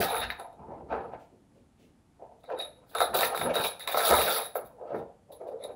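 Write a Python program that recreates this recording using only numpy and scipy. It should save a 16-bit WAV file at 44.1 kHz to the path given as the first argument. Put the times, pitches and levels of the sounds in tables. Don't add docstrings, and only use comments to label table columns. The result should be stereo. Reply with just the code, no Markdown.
import sys
import numpy as np
from scipy import signal
from scipy.fft import rfft, irfft, next_fast_len
from scipy.io import wavfile
from scipy.ndimage import uniform_filter1d

SR = 44100
rng = np.random.default_rng(int(sys.argv[2]) if len(sys.argv) > 2 else 0)


def wav_record(signal):
    frames = np.transpose(np.atleast_2d(signal))
    bounded = np.clip(frames, -1, 1)
    quanta = np.round(bounded * 32767).astype(np.int16)
    wavfile.write(sys.argv[1], SR, quanta)


N = 253871

# frequency in Hz, width in Hz, relative level in dB.
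BEND_MODES = [(417.3, 102, -17.5), (459.2, 57, 8.5), (482.6, 14, 19.5), (588.46, 94, 15), (684, 12, 3),
              (670, 4.9, 19), (785, 121, 11.5), (875, 8, 16.5), (888, 52, 11), (1006, 12, 2.5)]
CRACKLE_MODES = [(1120, 130, -2), (1238.5, 7.3, 3), (1270, 130, 0.5), (1570, 400, -5)]
RATTLE_MODES = [(1750, 430, 7.5), (2135, 530, 6.5), (2400, 280, 7.5), (4300, 2000, -12)]
# start in seconds, rise in seconds, hold in seconds, squeal level in dB,
# then sheen and grit in dB against that level.
RUBS = [(0.0, 0.00081, 0.047, -38, -6, 9.5), (0.06, 0.026, 0.12, -38.5, -3, -6.5),
        (0.2, 0.013, 0.029, -31.5, -27, -37), (0.301, 0.0016, 0.01, -37.5, -31, -14),
        (0.35, 0.046, 0.023, -65.5, 10.5, 0), (0.899, 0.014, 0.13, -82, 5, 5),
        (2.385, .015, 0.015, -88, -14, 19), (2.432, 0.0038, 0.026, -57, -23, -21),
        (2.569, 0.032, 0.031, -41, -3, -13.5), (2.695, 0.022, 0.053, -69, 0, -15),
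        (2.86, 0.04, 0.057, -65.5, 0, 9), (2.95, 0.0014, 0.076, -39.5, 1, -8),
        (2.998, 0.016, 0.0092, -27, -13.5, -8.5), (3.138, 0.009, 0.11, -33.5, -1, 5),
        (3.345, 0.0036, 0.067, -41, 2, 1), (3.398, 0.0087, 0.044, -39, -2.5, -5),
        (3.536, 0.004, 0.082, -35, -2.5, -2.5), (3.612, 0.031, 0.023, -30, 0, 0),
        (3.792, 0.0048, 0.034, -41.5, -5, -7.5), (3.871, 0.0034, 0.14, -40.5, -4, 2.5),
        (3.952, 0.022, 0.051, -34.5, 2.5, 4), (4.018, 0.032, 0.053, -29, 3, 6),
        (4.12, 0.031, 0.15, -31.5, -2, 2), (4.285, 0.024, 0.077, -39.5, 5.5, 9.5),
        (4.402, 0.012, 0.042, -42.5, 0.5, -5), (4.548, 0.0037, 0.017, -61.5, 10.5, 8.5),
        (4.64, 0.014, 0.012, -73.5, 14.5, 10), (4.918, 0.05, 0.021, -67.5, -14, 8),
        (5.317, 0.0027, 0.014, -64.5, 7, 6), (5.46, 0.012, 0.036, -77.5, -0.5, 13),
        (5.59, 0.04, 0.012, -51, -7, -19), (5.635, 0.0022, 0.0043, -48.5, -3.5, -23)]
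WAVER_DB, WAVER_S = 3.5, .03
DRIFT, DRIFT_S = .03, .06


def undb(db):
    return 10 ** (np.asarray(db) / 20)


def unit(x):
    return x / np.sqrt(np.mean(x ** 2))


def decay(t60, count):
    return np.exp(-np.log(1000) * np.arange(count) / (SR * t60))


def pair(count):
    # frequency in Hz, left-right coherence from 0 to 1,
    # phase lead of the left in radians (negative: the right leads).
    likeness = [(59.9, .9, 0), (487.6, 0.87, 0), (930, 0.65, 0), (2220, .4, -1.5), (4000, 0.6, -1.62),
                (7300, 0.9, -1.5), (10800, 0.1, -3), (15000, 1, -5)]
    hz, share, lead = np.transpose(likeness)
    pitch = np.log(np.fft.rfftfreq(count, 1 / SR) + 1)
    coherence = np.clip(np.interp(pitch, np.log(hz), share), 0, 1)
    lead = np.interp(pitch, np.log(hz), lead)
    left, other = rfft(rng.standard_normal((2, count)))
    right = coherence * left + np.sqrt(1 - coherence ** 2) * other
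    return irfft([left, right * np.exp(-1j * lead)], count)


def ring(x, modes, waver_db=0):
    bottom = modes[0][0] - 2 * modes[0][1]
    top = min(modes[-1][0] + 2 * modes[-1][1], .45 * SR)
    band = signal.butter(2, np.maximum([bottom, top], 20), "band", fs=SR, output="sos")
    x = signal.sosfilt(band, x)
    out, t = 0, np.arange(x.shape[1]) / SR
    for k, (hz, width, db) in enumerate(modes):
        if waver_db:
            knots = np.arange(0, t[-1] + WAVER_S, WAVER_S)
            db = db + waver_db * np.interp(t, knots, rng.standard_normal(len(knots)))
        mode = signal.lfilter(*signal.iirpeak(hz, hz / width, SR), x)
        out = out + (-1) ** k * undb(db) * mode
    return out


def split(modes, hz):
    return [m for m in modes if m[0] < hz], [m for m in modes if m[0] >= hz]


def slips(rate, scatter_db, t60, click_db):
    size_db = scatter_db * np.minimum(rng.exponential(size=N), 3)
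    hit = (rng.random(N) < rate / SR) * undb(size_db)
    rustle = np.sqrt(signal.fftconvolve(hit ** 2, decay(t60, 3300) ** 2)[:N] + 1e-12)
    return (rustle + undb(click_db) * hit) * pair(next_fast_len(N))[:, :N]


def swells(rows, levels_db, fall):
    rise_db = 25
    t, power = np.arange(0, N + 64, 32) / SR, 1e-14
    for (start, rise, hold, *_), db in zip(rows, levels_db):
        top = start + max(rise, .001)
        climb_left_db = rise_db * np.maximum(top - t, 0) / (top - start)
        fallen_db = fall * np.maximum(t - top - hold, 0)
        power = power + undb(db - climb_left_db - fallen_db) ** 2
    return np.interp(np.arange(N) / SR, t, np.sqrt(power))


def balance(rows):
    return undb(np.interp(np.arange(N) / SR, *np.transpose(rows)))


def drift(x, share):
    at, knots = np.arange(N), np.arange(0, N + DRIFT_S * SR, DRIFT_S * SR)
    lag = share * DRIFT_S * SR * rng.standard_normal(len(knots))
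    lag = uniform_filter1d(np.interp(at, knots, lag), int(DRIFT_S * SR / 2))
    return np.array([np.interp(at + lag, at, side) for side in x])


def bending(scrape):
    # start in seconds, rise in seconds, hold in seconds, level in dB,
    # stiff crackle in dB against that level.
    bends = [(0.0, 0.00056, 0.045, -31.5, -4.5), (0.067, 0.044, 0.061, -30.5, -7.5),
             (0.291, 0.0016, 0.018, -53, 8), (0.36, 0.042, 0.019, -37, -16),
             (0.558, 0.04, 0.066, -47, -21.5), (0.634, 0.069, 0.082, -42.5, -21),
             (0.885, 0.039, 0.017, -31, -11), (0.954, 0.025, 0.08, -40.5, -15.5),
             (1.1, 0.029, 0.027, -42.5, -13), (2.174, 0.037, .03, -52, -20),
             (2.303, 0.016, 0.032, -57.5, -28.5), (2.47, 0.027, 0.04, -39.5, -12),
             (2.53, 0.013, 0.062, -52, -4.5), (2.73, 0.058, 0.056, -61.5, -13),
             (2.838, 0.099, .02, -54.5, -5.5), (2.937, 0.022, 0.043, -36.5, -4),
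             (2.996, 0.0088, 0.034, -34.5, -8), (3.129, 0.012, 0.095, -30.5, -4),
             (3.275, 0.018, 0.041, -37, -15), (3.324, 0.0069, .04, -36, -8.5),
             (3.406, 0.0078, 0.092, -30.5, -8.5), (3.556, 0.0049, 0.035, -29, -5),
             (3.623, 0.018, 0.028, -39.5, -5), (3.795, 0.021, .05, -54, -1.5),
             (3.866, 0.0087, .04, -38.5, -5), (3.953, 0.025, 0.06, -31.5, -4),
             (4.007, 0.075, 0.062, -26, -6.5), (4.084, 0.031, .1, -27, -5), (4.237, 0.025, .1, -33, -1),
             (4.564, 0.00086, 0.0084, -41.5, -5), (4.566, 0.023, 0.048, -51, -14.5),
             (4.759, 0.045, 0.022, -46.5, -20), (4.852, 0.066, 0.044, -37.5, -11),
             (5.01, 0.016, 0.01, -52, -22.5), (5.263, 0.044, 0.038, -56.5, -32.5),
             (5.385, 0.023, 0.042, -50.5, -16.5), (5.448, 0.03, 0.055, -54, -12.5),
             (5.576, 0.03, 0.11, -55, -10.5)]
    # time in seconds, level in dB.
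    deep_balance = [(0, -2.5), (0.499, -9), (.9, 1), (1.302, -9), (2.2, -2), (2.6, 8.5), (3, -2), (3.4, 1),
                    (3.798, -4.5), (4.2, -2), (4.602, 4.5), (4.9, 9.5), (5.3, 7.5), (5.76, 17)]
    deep_hz = 590
    bend_fall, crackle_fall, rattle_fall = 177, 300, 250
    bent_db, rubbed_db = -6, -8
    flexing = slips(rate=350, scatter_db=2.5, t60=0.055, click_db=14.0)
    bend_db, stiff_db = np.transpose(bends)[3:]
    bend = swells(bends, bend_db, bend_fall)
    crackle = swells(bends, bend_db + stiff_db, crackle_fall)
    bent_rattle = swells(bends, bend_db + stiff_db + bent_db, rattle_fall)
    rattle = np.hypot(bent_rattle, undb(rubbed_db) * scrape)
    low, high = (drift(ring(flexing, modes, WAVER_DB), DRIFT) for modes in split(BEND_MODES, deep_hz))
    body = bend * (balance(deep_balance) * low + high) / np.std(low + high)
    for gain, modes in [(crackle, CRACKLE_MODES), (rattle, RATTLE_MODES)]:
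        body = body + gain * unit(drift(ring(flexing, modes, WAVER_DB), DRIFT))
    return body


def rubbing(scrape):
    # frequency in Hz, width in Hz, relative level in dB.
    squeal_modes = [(3600, 160, -7), (3765, 120, 0), (3900, 130, -4), (4300, 500, -16)]
    sheen_modes = [(9900, 900, -22), (10800, 450, -7), (12400, 1600, -24)]
    grit_modes = [(3460, 500, 5), (4500, 900, 3), (5930, 1100, -4), (9260, 3500, -4.5), (11430, 860, 7.5),
                  (12310, 1200, 6.5), (15900, 1300, 6)]
    squeal_focus = [(3780, 900, 0)]
    sheen_focus = [(10800, 1100, 0)]
    # time in seconds, level in dB.
    fine_balance = [(0, -2), (.2, 5.5), (.9, -7.5), (2.6, -11), (3, 2.5), (3.5, 1.5), (4.4, 1),
                    (4.579, 17.5), (4.95, -8.5), (5.33, 4), (5.5, -10), (5.7, -12)]
    fine_hz = 12000
    sheen_fall, grit_fall = 210, 440
    squeal_waver_db, squeal_drift = 3, .008
    grit_waver_db = 1.5
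    slipping = slips(rate=800, scatter_db=2.0, t60=0.045, click_db=4.0)
    rub_db, sheen_db, grit_db = np.transpose(RUBS)[3:]
    sheen_level = swells(RUBS, rub_db + sheen_db, sheen_fall)
    grit_level = swells(RUBS, rub_db + grit_db, grit_fall)
    squeal = ring(ring(slipping, squeal_focus), squeal_modes, squeal_waver_db)
    squeal = drift(squeal, squeal_drift)
    sheen = ring(ring(slipping, sheen_focus), sheen_modes, WAVER_DB)
    coarse, fine = (ring(slipping, modes, grit_waver_db) for modes in split(grit_modes, fine_hz))
    grit = (coarse + balance(fine_balance) * fine) / np.std(coarse + fine)
    return scrape * unit(squeal) + sheen_level * unit(sheen) + grit_level * grit


def flapping():
    # start in seconds, rise in seconds, hold in seconds, wobble in dB, air puff in dB.
    flaps = [(0.0, 0.00081, 0.0018, -26.5, -50), (0.096, 0.049, 0.14, -50.5, -54),
             (0.525, 0.081, 0.42, -53.5, -61.5), (0.867, 0.057, 0.033, -41, -67),
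             (1.038, 0.031, 0.097, -51, -64), (2.493, 0.035, 0.16, -76, -77),
             (2.946, 0.034, 0.038, -60, -56.5), (3.066, 0.034, 0.17, -49.5, -63.5),
             (3.362, 0.064, 0.051, -36, -51), (3.55, 0.044, 0.0047, -42, -55),
             (3.935, 0.026, 0.006, -48, -64), (4.064, 0.052, 0.029, -38, -40.5),
             (4.194, 0.024, 0.061, -45, -69.5), (4.582, 0.049, 0.035, -61.5, -62.5),
             (4.896, 0.059, 0.024, -42, -59)]
    # frequency in Hz, width in Hz, relative level in dB.
    wobble_modes = [(162, 73, 1), (261, 14, 8), (294, 230, 0)]
    puff_modes = [(54, 20, -13), (64.3, 13, 0), (95, 36, -16)]
    wobble_fall, puff_fall = 334, 190
    air = pair(next_fast_len(N))[:, :N]
    wobble_db, puff_db = np.transpose(flaps)[3:]
    wobble = swells(flaps, wobble_db, wobble_fall) * unit(ring(air, wobble_modes, WAVER_DB))
    puff = swells(flaps, puff_db, puff_fall) * unit(ring(air, puff_modes, WAVER_DB))
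    return wobble + puff


def hum():
    # frequency in Hz, relative density in dB per Hz.
    spectrum = [(18, -46), (30, -7), (70, 0), (295, -2.5), (461, -16.5), (822, -13), (889, -18),
                (1720, -22.5), (6050, -31), (9970, -28), (12600, -36.5), (13700, -45.5), (16000, -64.5)]
    noise_db, tone_db, tone_hz = -63, -83.5, 897
    count, (hz, db) = next_fast_len(N), np.transpose(spectrum)
    gain = undb(np.interp(np.log(np.fft.rfftfreq(count, 1 / SR) + 1), np.log(hz), db))
    noise = irfft(rfft(pair(count)) * gain, count)[:, :N]
    tone = np.sqrt(2) * undb(tone_db) * np.sin(2 * np.pi * tone_hz * np.arange(N) / SR)
    return undb(noise_db) * unit(noise) + tone


def snaps():
    # start in seconds, then knock, crack, rattle and tick in dB.
    creases = [(0.014, -33.5, -38, -26, -48), (0.045, -43.5, -42, -45.5, -48.5), (0.12, -33, -64, -67, -50),
               (0.165, -39, -54, -36, -40), (0.216, -39, -37.5, -60.5, -56), (0.302, -44, -48, -29, -49),
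               (0.397, -65, -45, -72, -44), (0.414, -50, -56.5, -69, -55), (0.529, -51, -60, -71, -66),
               (0.625, -60, -63, -84, -83), (0.925, -31, -34, -66, -64), (1.134, -36, -52, -74, -74),
               (2.222, -42, -78, -74, -85.5), (2.32, -51.5, -76, -83.5, -93), (2.439, -50, -61, -89, -61),
               (2.489, -44, -52, -70, -80), (2.501, -37, -42, -72, -65), (2.589, -41.5, -50, -67, -43),
               (2.616, -49.5, -54.5, -56.5, -44), (2.647, -47.5, -54, -59, -61),
               (2.95, -32, -30, -43.5, -35.5), (2.984, -40, -41, -37, -31.5),
               (3.004, -26.5, -22.5, -34.5, -28.5), (3.015, -21.5, -24, -30.5, -44.5),
               (3.143, -26.5, -35, -69, -32), (3.209, -25.5, -26, -33, -23.5), (3.23, -26, -26, -23, -45),
               (3.347, -29.5, -28.5, -60, -42), (3.375, -38, -40, -35.5, -32.5),
               (3.413, -27.5, -30, -31.5, -52), (3.542, -52, -40, -42, -50), (3.555, -27, -23, -48, -29.5),
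               (3.644, -28.5, -33, -43.5, -34.5), (3.795, -50, -53, -66.5, -43.5),
               (3.875, -37, -28.5, -26.5, -27), (3.924, -32, -44.5, -32.5, -33),
               (3.944, -26, -25, -33.5, -45), (3.972, -24, -24.5, -38, -44), (3.984, -28, -39, -39.5, -47),
               (3.993, -31, -31.5, -30.5, -33.5), (4.048, -28.5, -33, -42.5, -33),
               (4.075, -31.5, -29, -34.5, -39), (4.109, -24, -25, -29.5, -35),
               (4.121, -19, -44, -28.5, -24.5), (4.138, -29.5, -20.5, -41.5, -27.5),
               (4.186, -22, -33, -30.5, -44), (4.215, -34.5, -42, -27, -29), (4.41, -31, -45, -36.5, -46),
               (4.554, -25.5, -32, -49, -55), (4.659, -50, -61, -68, -71), (5.324, -68, -81.5, -82, -52),
               (5.415, -42.5, -86, -87, -75), (5.639, -45, -70, -64.5, -41.5),
               (5.708, -42.5, -79, -80, -79)]
    # frequency in Hz, width in Hz, relative level in dB.
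    tick_modes = [(3725, 170, 6.5), (4167, 900, -6), (7000, 1900, -18.5), (10570, 860, -4.5),
                  (12900, 2200, -15), (16000, 2700, -16)]
    count, t60 = 4096, 0.16
    parts = [(BEND_MODES, 1., 8), (CRACKLE_MODES, .9, 8), (RATTLE_MODES[:-1], 1., 8), (tick_modes, .8, 4)]
    out = np.zeros((2, N + count))
    for start, *levels_db in creases:
        burst, at = pair(count), int(start * SR)
        front = burst * decay(.004, count)
        for db, (modes, shorter, sharp) in zip(levels_db, parts):
            part = ring(sharp * front + burst * decay(shorter * t60, count), modes)
            onset = np.sqrt(np.mean(part[:, :256] ** 2))
            out[:, at:at + count] += undb(db) * part / onset
    return out[:, :N]


def feet():
    # start in seconds, rise in seconds, hold in seconds, sole in dB, dust in dB.
    steps = [(1.18, 0.019, 0.028, -80, -68), (1.299, 0.022, 0.022, -57.5, -89),
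             (1.483, 0.077, 0.032, -60.5, -77.5), (1.753, 0.046, 0.052, -62.5, -69),
             (2.14, 0.048, 0.012, -66, -99)]
    # frequency in Hz, width in Hz, relative level in dB.
    sole_modes = [(252, 79, -4.5), (577, 120, -11)]
    dust_modes = [(2510, 980, 5), (8040, 12000, -8)]
    step_fall = 200
    sole_db, dust_db = np.transpose(steps)[3:]
    drag = pair(next_fast_len(N))[:, :N]
    sole = swells(steps, sole_db, step_fall) * unit(ring(drag, sole_modes))
    dust = swells(steps, dust_db, step_fall) * unit(ring(drag, dust_modes))
    return sole + dust


def small_room(sound):
    t60, level_db, treble_hz, count = 0.35, -9, 5300, 16384
    walls = signal.lfilter(*signal.butter(1, treble_hz, fs=SR), pair(count)) * decay(t60, count)
    walls = walls / np.sqrt(np.sum(walls ** 2) / 2)
    mono = sound.mean(axis=0, keepdims=True)
    return undb(level_db) * signal.fftconvolve(mono, walls, axes=1)[:, :N]


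def scene():
    left_db = -0.39
    scrape = swells(RUBS, np.transpose(RUBS)[3], 470)
    near = bending(scrape) + rubbing(scrape) + flapping() + snaps() + feet()
    return (near + small_room(near) + hum()) * undb([[left_db], [-left_db]])


def record(dry):
    top_hz = 15700
    return signal.sosfilt(signal.ellip(12, .3, 70, top_hz, fs=SR, output="sos"), dry)


dry = scene()
out = record(dry)
wav_record(out)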